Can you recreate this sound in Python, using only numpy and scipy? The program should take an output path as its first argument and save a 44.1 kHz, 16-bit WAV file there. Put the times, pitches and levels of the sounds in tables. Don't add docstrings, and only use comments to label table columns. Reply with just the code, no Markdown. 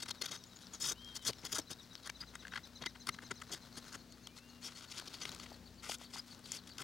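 import sys
import numpy as np
from scipy import signal
from scipy.fft import rfft, irfft, next_fast_len
from scipy.io import wavfile
from scipy.ndimage import uniform_filter1d, map_coordinates

SR = 44100
rng = np.random.default_rng(int(sys.argv[2]) if len(sys.argv) > 2 else 0)


def invert_db(level):
    return 10 ** (np.asarray(level, dtype=float) / 20)


def transcribe(signal):
    frames = np.atleast_2d(signal).T
    limited = np.clip(frames, -1, 1)
    pcm = np.round(limited * 32767).astype(np.int16)
    wavfile.write(sys.argv[1], SR, pcm)


N = 301203
LEAD_S = 0.012

# start_s, length_ms, blade_db, fish_rel_db
BACK_SLIPS = [(.002, 9.7, -49.5, -6), (0.024, 11.4, -42.5, -8.5), (0.058, 8.1, -55, 3),
              (0.085, 9.8, -42, -3.5), (0.107, 6.5, -37.5, -9), (0.216, 8.8, -37, -9),
              (0.237, 15.4, -49, -1.5), (0.258, 5.8, -37.5, -12), (0.28, 16.6, -52.5, -1),
              (.313, 9.4, -44, -10), (.326, 17.4, -50, -5.5), (0.349, 15.3, -48.5, -7),
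              (0.439, 1.55, -45, -16), (.612, 19, -60.5, -26), (0.734, 23.4, -55, -1.5),
              (0.802, 6.4, -56, -6), (.81, 22, -48.5, -7), (.829, 8.7, -50.5, -6), (.838, 9.4, -44, -8),
              (.85, 13, -43.5, -8), (.863, 11, -49, -2.5), (0.874, 4.1, -45, -15), (.879, 4.6, -51, -1),
              (.885, 19, -43, -9), (.907, 13.6, -53.5, 3), (.919, 5.2, -41, -12), (0.929, 3.2, -51, -4),
              (1.155, 17.5, -49.5, -7.5), (1.223, 17.4, -61.5, -4), (1.249, 3.9, -49, -5),
              (1.255, 7.2, -59, 4), (1.265, 21, -41.5, -8.5), (1.286, 13, -46.5, -6.5),
              (1.299, 11, -51, -7), (1.332, 2.7, -44, -6), (1.429, 16, -64, 10), (1.45, 4, -44, -8),
              (1.455, 15.4, -47.5, -2), (1.49, 25, -62.5, 3), (1.52, 7.9, -48, -3), (1.527, 8.3, -42.5, -6),
              (1.55, 16.4, -41.5, -5), (1.568, 9, -54, 3), (1.584, 5.7, -41, -10), (1.589, 11, -50, -6),
              (1.707, 13, -45, -9), (1.727, 7.3, -50.5, -11)]
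# start_s, length_ms, blade_db, fish_rel_db
BELLY_SLIPS = [(1.96, 6.9, -67, -8), (1.978, 5, -61, -13), (2.031, 28, -59, -5.5), (2.061, 9, -51, 1),
               (2.073, 2.9, -47, -2), (2.078, 5.8, -60, 5), (2.097, 3.5, -41, 3.5), (2.205, 13, -54.5, 1.5),
               (2.226, 13, -66.5, 15.5), (2.336, 19, -67.5, 11.5), (2.353, 5.1, -47.5, 4),
               (2.425, 14, -65, 10), (2.451, 3.9, -60, 12), (2.469, 2.5, -54, 6), (2.48, 2.7, -51, 4),
               (2.521, 11, -60.5, 10), (2.536, 3.6, -49, 8), (2.546, 7.3, -56, 5), (2.558, 7.1, -45.5, 3),
               (2.573, 9.2, -50.5, 8), (2.591, 2, -60, 12), (2.82, 7.5, -45, -5), (2.837, 5.3, -47.5, 2.5),
               (2.86, 8.7, -37, -0.5), (2.953, 9.3, -60, 11), (3.07, 4.7, -42, -1), (3.08, 4.9, -49.5, 2),
               (3.089, 5.4, -35.5, 4.5), (3.142, 8, -55, 6), (3.187, 3.6, -58.5, 15), (3.223, 15, -60, 7),
               (3.31, 8.6, -46.5, 8.5), (3.417, 5.3, -50.5, 9.5)]
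# start_s, length_ms, blade_db, fish_rel_db
FLANK_SLIPS = [(3.517, 8.7, -46.5, -12), (3.528, 12.4, -43, -13), (3.544, 4.8, -46, -4),
               (3.552, 18, -61, -4), (3.576, 3.5, -61, 4), (3.771, 18, -53.5, -5), (3.863, 33, -63, 4),
               (3.924, 13.4, -58, 1), (3.944, 13.2, -50, 0.5), (4.123, 3, -58.5, -10),
               (4.271, 2.5, -47, -3), (4.368, 22, -60, 1.5), (4.623, 21, -58, 3.5),
               (4.646, 30.5, -50.5, -6.5), (4.681, 9.3, -58.5, -1), (4.69, 43, -64.5, 2),
               (4.76, 38, -57, -4), (4.809, 3, -59, 4), (4.824, 18, -59, -1), (4.843, 9, -58, -1.5),
               (4.9, 12.4, -60, -2), (4.915, 10.8, -48.5, -10.5), (4.935, 33, -56.5, 0),
               (4.968, 12.7, -52, -11), (4.982, 9.3, -49.5, -10), (4.996, 5.3, -48.5, -4),
               (5.01, 12, -63, 2), (5.057, 10, -58, -5), (5.074, 10, -48.5, -14), (5.099, 2.4, -56, -11),
               (5.105, 30, -63.5, -1), (5.16, 28, -64, 0), (5.138, 13, -50, -11.5), (5.199, 7.8, -62, -6),
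               (5.215, 26, -48, -3.5), (5.254, 3.7, -45, -4), (5.259, 28, -54.5, -2),
               (5.317, 2.7, -45.5, -1), (5.323, 3, -47, -13), (5.329, 3.7, -54, -8), (5.338, 2.7, -57, -8),
               (5.348, 1.8, -44, -14), (5.398, 3.4, -51.5, 2.5), (5.403, 29, -60, -2),
               (5.433, 11.6, -53.5, -2), (5.459, 8, -57.5, 7.5)]
# start_s, length_ms, blade_db, fish_rel_db
TAIL_SLIPS = [(5.834, 48, -54, 3.5), (5.892, 11.7, -46, -2), (5.912, 12, -42.5, -3.5),
              (5.933, 20.4, -49, -6), (6.003, 38, -60, 1.5), (6.04, 12, -66, -15), (6.104, 12, -63.5, -2),
              (6.133, 22, -52.5, -1.5), (6.167, 10, -52.5, 3), (6.183, 13.5, -52.5, 2),
              (6.274, 77, -66, -2), (6.447, 29, -61, -21), (6.488, 44, -59.5, -1.5), (6.532, 40, -50, -7),
              (6.673, 7.7, -55.5, -10), (6.692, 9.3, -60, 1.5), (6.783, 2.45, -41, -9.5),
              (6.793, 19, -52, 1), (6.816, 8.4, -49.5, 2)]
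REGION_FIZZ_DB = [
    -4,
    -2,
    -4.5,
    -2,
]
# time_s, edge_rel_db
BLADE_ANGLE = [(0, -4.5), (.45, 0), (.75, 2), (.81, 3), (1.27, 5.5), (1.31, -6), (1.53, 5.5), (1.59, 5),
               (1.71, -0.5), (1.95, -12), (2.08, -0.5), (2.35, -4), (2.85, -10.5), (3.1, -3.5), (3.85, 3),
               (4.4, 2), (5.2, -4), (5.9, -1)]
# time_s, share_0_to_1
RING_SHARE = [(0, 0.77), (3.9, 0.81), (4.4, 0.4), (6.83, 0.57)]
# pitch_hz, width_hz, level_db
BLADE_MODES = [(3313, 278, 5), (3770, 73, 10.5), (4396, 420, 9)]
# pitch_hz, width_hz, level_db
FISH_MODES = [(960, 340, -3.5), (1463, 320, 6), (1773, 373, 3), (2072, 167, 2.5)]
# pitch_hz, width_hz, level_db
EDGE_MODES = [(4816, 290, 2.5), (5395, 95, 1.5), (6170, 280, 9), (6190, 600, 2.5), (7225, 690, -2.5)]
# pitch_hz, width_hz, level_db
FIZZ_MODES = [(8230, 1180, 13.5), (9970, 520, 12.5), (9860, 1040, -7), (14200, 9400, -5)]
# pitch_hz, width_hz, level_db
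BODY_MODES = [(133, 64, 3), (330, 160, 3.5), (800, 1800, -10)]
FIZZ_PER_ANGLE, FIZZ_LOSS_PER_WET = 1.05, 0.4

# start_s, length_ms, pitch_hz, level_db
SUNG_MODES = [(0.106, 5.6, 4230, -39), (.214, 10, 4250, -43), (.314, 9, 6250, -51),
              (2.45, 5.4, 1700, -48.5), (2.558, 7.7, 1660, -45), (2.861, 12, 1990, -42.5),
              (3.09, 8.5, 1520, -46), (3.417, 6, 1500, -45), (5.074, 9.2, 4000, -53),
              (.811, 18, 5180, -41.5), (.811, 17, 6830, -41), (.839, 27, 5150, -42),
              (.885, 16, 6220, -38.5), (.887, 19, 4840, -47), (1.265, 20, 3320, -45),
              (1.266, 18, 4240, -42), (1.266, 17, 6220, -41), (1.452, 15, 6860, -53),
              (1.521, 12, 6770, -36), (1.55, 21, 6500, -51), (2.095, 4.2, 2240, -44),
              (5.936, 14, 10000, -52), (3.775, 12, 5300, -60), (3.945, 12, 6450, -55),
              (4.64, 38, 5570, -50), (5.14, 14, 4600, -55), (5.213, 25, 6080, -51.5),
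              (5.894, 17, 4820, -46), (6.134, 18, 4950, -52), (6.18, 18.7, 4940, -45)]
SING_WIDTH_HZ = 165

# start_s, peak_db, pitch_hz
SNAPS = [(0.57, -43, 5000), (0.5897, -44, 6000), (0.621, -48, 5000), (0.6697, -39.5, 5100),
         (1.047, -43, 6500), (1.417, -48, 6500), (1.9538, -28.5, 4460), (2.074, -38, 9500),
         (2.0951, -33, 2650), (2.0985, -32, 7000), (2.2294, -52, 7000), (3.093, -28.5, 2620),
         (4.1874, -56, 6500), (4.5615, -60, 6500), (4.811, -43, 3800), (4.989, -36, 5000),
         (4.998, -37, 9000), (5.2538, -24, 3030), (5.293, -43, 10100), (5.348, -41, 9500),
         (5.389, -46, 6500), (5.505, -50, 7000), (5.7438, -54, 6500), (5.985, -45, 8000), (6.22, -55, 6000),
         (6.348, -40, 5500), (6.393, -48, 9000), (6.5192, -21.5, 7400)]
SNAP_CYCLES, SPLINTER_DB, SPLINTER_S = 2.7, -3, 0.0013

# start_s, peak_db
BUMPS = [(0.313, -41), (0.915, -42), (1.291, -31.5), (1.44, -39), (1.534, -42), (1.587, -35), (1.706, -41),
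         (2.816, -38), (3.084, -40), (3.31, -40.5), (3.505, -43), (3.537, -40), (3.775, -42), (5.29, -49.5),
         (5.33, -45), (5.358, -52), (6.39, -48), (0.74, -51.5), (3.23, -46), (5.512, -51), (5.893, -46),
         (3.947, -42), (6.805, -42.5)]

# start_s, peak_db
BONE_RAPS = [
    (5.021, -47),
    (5.518, -42.5),
    (5.895, -37),
    (6.013, -46),
    (6.159, -43),
    (6.346, -51),
]
# pitch_hz, width_hz, level_db
BONE_MODES = [(754, 400, 8), (1040, 210, -13)]

# time_s, leaf_db
GRASS_STIR = [(0, -75), (2.5, -78), (2.7, -79.5), (3.9, -72), (4.1, -85.5), (4.55, -76.5), (4.8, -73),
              (5.31, -67.5), (5.55, -73.5), (5.8, -106), (6, -81), (6.83, -71)]
# pitch_hz, level_db_per_hz
LEAF_SPECTRUM = [(1500, -40), (2600, 1.5), (4000, 17.5), (6500, 5), (9000, -5.5), (15000, -54)]
# pitch_hz, level_db_per_hz
STALK_SPECTRUM = [(300, 1), (700, -1), (1500, 4), (2200, -5.5), (3500, -16)]
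STALK_DB, STALK_PER_LEAF_DB, STIR_MID_DB = -66.5, 0.68, -74

# first_s, last_s, spacing_s
CHIRP_BOUTS = [
    (.061, 1.678, .1155),
    (1.798, 2.883, .1205),
    (3.011, 3.257, .123),
    (3.368, 3.755, .129),
    (3.875, 4.498, .1247),
    (4.627, 5.668, .13),
    (5.792, 6.713, .1315),
]
# time_s, top_hz, rms_db, fall_share
CHIRPER = [(0, 3870, -67, .07), (1.3, 3950, -70, .15), (1.75, 3980, -64.5, .2), (2.65, 4020, -63, .25),
           (3.1, 4120, -63, .2), (3.6, 4120, -67, .12), (4.5, 4340, -66, .07), (5.05, 4450, -64, .07),
           (5.4, 4600, -64, .39), (6.05, 4650, -61.5, .41), (6.83, 4680, -60, .43)]
# time_s, rel_db, lag_ms
ANSWERER = [
    (1.3, -4, 15),
    (1.799, -2.5, 25.5),
    (2.201, -5.5, 7.5),
    (3.099, -3, -4),
    (4.099, -6, -11.5),
    (4.601, -9, -6.5),
    (5.4, -24, -1),
]
# multiple, level_db
ANSWER_PARTIALS = [(1, -15), (3, 0), (4, -17)]
# first_s, pitch_hz, rms_db
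PAIRED_PIPS = [
    (3.6, 4450, -79),
    (3.724, 4350, -64),
    (3.85, 4540, -70),
    (3.975, 4460, -67),
    (4.1, 4560, -66),
    (4.226, 4550, -68),
]
PIP_MS, PIP_GAP_S = 9, 0.036
# start_s, length_ms, start_hz,
# end_hz, rms_db
SCATTERED_GLIDES = [(.37, 18, 5850, 6340, -64), (.384, 13, 5470, 4940, -63), (.457, 28, 6000, 7150, -69),
                    (.46, 25, 4700, 5400, -80), (.553, 21, 6160, 6800, -64.5), (0.732, 26, 6620, 6130, -52),
                    (1.06, 13, 5200, 5170, -67), (1.078, 16, 5850, 5200, -70), (1.377, 29, 5370, 5040, -64),
                    (1.612, 18, 5520, 4800, -61), (2.206, 11, 4660, 4550, -46), (1.378, 16, 6300, 7100, -74),
                    (5.754, 10, 7300, 7200, -71)]
ARCH_HZ = 288
# time_s, pitch_hz, rms_db
WHISTLE_GLIDES = [
    [(.94, 2620, -70), (.97, 2990, -68), (1.01, 3174, -61.5), (1.08, 3220, -56), (1.18, 3150, -66),
     (1.27, 3040, -65), (1.34, 2990, -72)],
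    [(4.24, 2240, -86), (4.31, 2374, -76), (4.38, 2540, -76), (4.45, 2780, -72), (4.52, 2850, -76),
     (4.61, 2760, -73)],
    [(4.17, 2460, -90), (4.31, 3050, -70)],
]

# pitch_hz, rms_db, waver_db
PUMP_ORDERS = [(59.3, -69, 3.5), (89, -72.5, 3), (118, -72, 1.5), (184, -76, 5), (240.9, -65, 2),
               (270, -76, 3.5)]
# time_s, main_whine_db
PUMP_LOAD = [(0, -0.5), (1.2, 0.5), (1.8, 1), (2.4, -1.5), (3.3, 3), (4.7, 3.5), (4.9, -6), (5.4, 2),
             (5.5, 3), (6.83, 1.5)]

# pitch_hz, level_db_per_hz
AIR_SPECTRUM = [(20, -33), (30, -9), (50, -15), (90, -5), (184, -0.5), (300, -6), (637, -13), (1280, -17.5),
                (2520, -20.5), (4450, -18), (6500, -22.5), (8490, -29.5), (14600, -38), (15800, -26)]
AIR_DB = -59.5
# pitch_hz, level_db_per_hz
HISS_SPECTRUM = [(25, -26), (60, -10), (150, 7), (1000, -7), (15800, -4)]


def unit(x):
    return x / np.sqrt(np.mean(x ** 2) + 1e-20)


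def curves(rows):
    s, *cols = np.transpose(rows)
    return [np.interp(np.arange(N) / SR, s, c) for c in cols]


def wobble(rate_hz):
    knots = rng.standard_normal(int(N * rate_hz / SR) + 4)
    return map_coordinates(knots, [np.arange(N) * rate_hz / SR])


def coloured(x, spectrum):
    m = next_fast_len(N + 8192)
    hz, db = np.transpose(spectrum)
    gain = invert_db(np.interp(np.log(np.fft.rfftfreq(m, 1 / SR) + 1), np.log(hz), db))
    return unit(irfft(rfft(x, m) * gain, m)[..., :N])


def band(x, lo_hz, hi_hz):
    sos = signal.butter(2, [lo_hz, hi_hz], "bandpass", fs=SR, output="sos")
    return signal.sosfilt(sos, x) / np.sqrt(2 * (hi_hz - lo_hz) / SR)


def grains(rate_hz, spread_db, clump_db):
    struck = rng.random(N) < rate_hz / SR
    size = rng.standard_normal(N) * invert_db(spread_db * rng.exponential(size=N))
    return unit(struck * size * invert_db(clump_db * wobble(330)))


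def ring(drive, modes, vary_db):
    out, power = 0, 0
    for k, (hz, width_hz, db) in enumerate(modes):
        b, a = signal.iirpeak(hz, hz / width_hz / 1.55, SR)
        once = signal.lfilter(b, a, drive * invert_db(db + vary_db * wobble(25)))
        out = out + (-1) ** k * signal.lfilter(b, a, once)
        power += invert_db(2 * db) * 1.55 * np.pi * width_hz / SR / 2
    return out / np.sqrt(power)


def swell(ms, edge_s):
    t = np.arange(-LEAD_S, ms / 1000 + 0.025, 1 / SR)
    bulge = 0.65 + 0.15 * np.sin(np.pi * np.clip(t * 1000 / ms, 0, 1))
    rise = np.minimum(t, 0) / (1.15 * edge_s)
    fall = np.maximum(t - ms / 1000, 0) / (0.93 * edge_s)
    return bulge * np.exp(rise - fall)


def add(track, s, sound):
    sound = sound[max(-round(s * SR), 0):]
    part = track[max(round(s * SR), 0):][:len(sound)]
    part += sound[:len(part)]


def slip_forces():
    force = np.zeros((4, N))
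    regions = [BACK_SLIPS, BELLY_SLIPS, FLANK_SLIPS, TAIL_SLIPS]
    for slips, region_db in zip(regions, REGION_FIZZ_DB):
        for s, ms, blade_db, fish_db in slips:
            shape = swell(max(ms - 1, 0.3), edge_s=0.00027 + 0.00022 * ms)
            edge_db = np.interp(s, *np.transpose(BLADE_ANGLE))
            fizz_db = region_db + FIZZ_PER_ANGLE * edge_db - FIZZ_LOSS_PER_WET * max(fish_db, 0)
            for row, rel_db in zip(force, [0, fish_db, edge_db, fizz_db]):
                add(row, s - LEAD_S, invert_db(blade_db + rel_db) * shape)
    return force


def scraping():
    pops = grains(rate_hz=12000, spread_db=1, clump_db=5)
    pops = unit(pops / (uniform_filter1d(pops ** 2, size=160) + 0.054) ** 0.51)
    force = slip_forces()
    unevenness = invert_db([2 * wobble(150) for _ in force])
    blade, fish, edge, fizz = force * pops * unevenness
    rings = ring(blade, BLADE_MODES, vary_db=2.5) + ring(fish, FISH_MODES, vary_db=2.5)
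    rings = rings + ring(edge, EDGE_MODES, vary_db=2.5) + ring(fizz, FIZZ_MODES, vary_db=3.0)
    rasp = band(blade, 2450, 4410) - band(fish, 1420, 3260)
    rasp = rasp - band(edge, 4060, 7300) + band(fizz, 8400, 11130)
    push = invert_db(-11.5) * ring(blade, BODY_MODES, vary_db=1.5)
    share = np.clip(curves(RING_SHARE)[0], 0, 1)
    return singing(pops) + push + np.sqrt(share) * rings + np.sqrt(1 - share) * rasp


def singing(pops):
    out = np.zeros(N)
    for s, ms, hz, db in SUNG_MODES:
        shape = swell(ms, edge_s=0.0015)
        drive = shape * pops[round((s - LEAD_S) * SR):][:len(shape)]
        mode = band(drive, hz - SING_WIDTH_HZ / 2, hz + SING_WIDTH_HZ / 2)
        add(out, s - LEAD_S, invert_db(db) * mode)
    return out


def ticks():
    out, t = np.zeros(N), np.arange(-0.002, 0.006, 1 / SR)
    for s, db, hz in SNAPS:
        decay = np.exp(-abs(t) * hz / SNAP_CYCLES * 2)
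        snap = 1.23 * (t > 0) * decay * np.sin(2 * np.pi * hz * t)
        spray = np.diff(rng.standard_normal(len(t) + 1))
        splinters = invert_db(SPLINTER_DB) * spray * np.exp(-np.where(t < 0, -2.5 * t, t) / SPLINTER_S)
        splinters = band(splinters, 0.69 * hz, min(0.95 * hz, 15000)) * 0.63
        add(out, s - 0.002, invert_db(db) * (snap + splinters))
    return out


def thuds():
    force = np.zeros(N)
    for s, db in BUMPS:
        add(force, s - LEAD_S, invert_db(db - 7.5) * swell(9.7, edge_s=0.0067))
    return ring(force * rng.standard_normal(N), BODY_MODES, vary_db=2.0)


def knocks():
    force = np.zeros(N)
    for s, db in BONE_RAPS:
        add(force, s - LEAD_S, invert_db(db) * swell(1.7, edge_s=0.00067))
    return ring(force * rng.standard_normal(N), BONE_MODES, vary_db=1.0)


def grass():
    leaf_db, = curves(GRASS_STIR)
    stalk_db = STALK_DB + STALK_PER_LEAF_DB * (leaf_db - STIR_MID_DB)
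    stir_db = 2.8 * wobble(30)
    crackle = grains(rate_hz=6000, spread_db=0.55, clump_db=4.0)
    leaves = invert_db(leaf_db + stir_db + 6.5) * coloured(crackle, LEAF_SPECTRUM)
    stalks = invert_db(stalk_db + stir_db) * coloured(crackle, STALK_SPECTRUM)
    return leaves + stalks


def tone(hz, db, taper=0.72):
    knots = rng.normal(0, 4.5, len(hz) // 110 + 2)
    flutter_db = np.interp(np.linspace(0, len(knots) - 1, len(hz)), np.arange(len(knots)), knots)
    level = invert_db(db + 5.5 + flutter_db * taper)
    fade = signal.windows.tukey(len(hz), min(taper, 1))
    return level * np.sin(2 * np.pi * np.cumsum(hz) / SR) * fade


def chirpers(out):
    t = np.arange(-0.016, 0.034, 1 / SR)
    short = t[t < 0.02]
    bend = np.where(short < 0, 0.55, 1) * (short / 0.018) ** 2
    slide = np.where(t < 0, 0.38 * (t / 0.016) ** 2, 0.56 * (abs(t) / 0.034) ** 1.6)
    song_s, *song = np.transpose(CHIRPER)
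    answer_s, *answer = np.transpose(ANSWERER)
    for first_s, last_s, gap_s in CHIRP_BOUTS:
        for s in np.linspace(first_s, last_s, round((last_s - first_s) / gap_s) + 1):
            hz, db, fall = (np.interp(s, song_s, c) for c in song)
            second_db, lag_ms = (np.interp(s, answer_s, c) for c in answer)
            db = db + rng.normal(0, 1.0)
            hz = hz * rng.normal(1, 0.0124)
            add(out, s - 0.016, tone(hz * (1 - fall * bend), db))
            for multiple, part_db in ANSWER_PARTIALS:
                glide_hz = multiple * hz * 0.516 * (1 - slide)
                level_db = db + second_db + part_db + rng.normal(0, 2.2)
                add(out, s - 0.016 + lag_ms / 1000, tone(glide_hz, level_db, taper=0.4))


def pips(out):
    for s, hz, db in PAIRED_PIPS:
        for later_s in (0, PIP_GAP_S):
            add(out, s + later_s, tone(np.full(round(PIP_MS * SR / 1000), hz), db))


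def scattered_notes(out):
    for s, ms, start_hz, end_hz, db in SCATTERED_GLIDES:
        u = np.linspace(-1, 1, round(ms * SR / 1000))
        glide_hz = (start_hz + end_hz) / 2 + (end_hz - start_hz) / 2 * u
        add(out, s, tone(glide_hz + ARCH_HZ * (1 - u ** 2), db))


def far_bank(x):
    t = np.arange(SR // 4) / SR
    tail = rng.standard_normal(len(t)) * invert_db(-60 * t / 0.13)
    return x + invert_db(-5) * signal.fftconvolve(x, tail / np.linalg.norm(tail))[:N]


def whistles(out):
    for rows in WHISTLE_GLIDES:
        start, stop = round(rows[0][0] * SR), round(rows[-1][0] * SR)
        hz, db = (c[start:stop] for c in curves(rows))
        add(out, rows[0][0], tone(uniform_filter1d(hz, size=900), db, taper=0.1))


def birds():
    out = np.zeros(N)
    chirpers(out)
    pips(out)
    scattered_notes(out)
    out = far_bank(out)
    whistles(out)
    return out


def pump():
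    t = np.arange(N) / SR
    lines = []
    for hz, db, waver_db in PUMP_ORDERS:
        level = invert_db(db + 2.0 + waver_db * wobble(3.136))
        lines.append(level * np.sin(2 * np.pi * hz * t + wobble(3.6)))
    beat = 1 + 0.33 * np.cos(2 * np.pi * (t - 1.13) / 1.46)
    whine_change = (invert_db(curves(PUMP_LOAD)[0]) - 1) * lines[4]
    return lines[0] * beat + sum(lines[1:]) + whine_change


def open_air():
    return invert_db(AIR_DB - 3 + 0.85 * wobble(2.45)) * coloured(rng.standard_normal(N), AIR_SPECTRUM)


def scene():
    fish_work = scraping() + ticks() + thuds() + knocks() + grass()
    background = birds() + pump() + open_air()
    return np.tile(fish_work + background, (2, 1))


def low_pass(x):
    return signal.sosfilt(signal.butter(12, 16450, fs=SR, output="sos"), x)


def record(dry):
    hiss = invert_db(-72.5) * coloured(rng.standard_normal((2, N)), HISS_SPECTRUM)
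    mix = dry * invert_db([[2.3], [-3.2]]) + hiss
    m = next_fast_len(N)
    passed = np.fft.rfftfreq(m, 1 / SR) < 15830
    mix = irfft(rfft(mix, m) * passed, m)[:, :N]
    return low_pass(mix)


dry = scene()
out = record(dry)
transcribe(out)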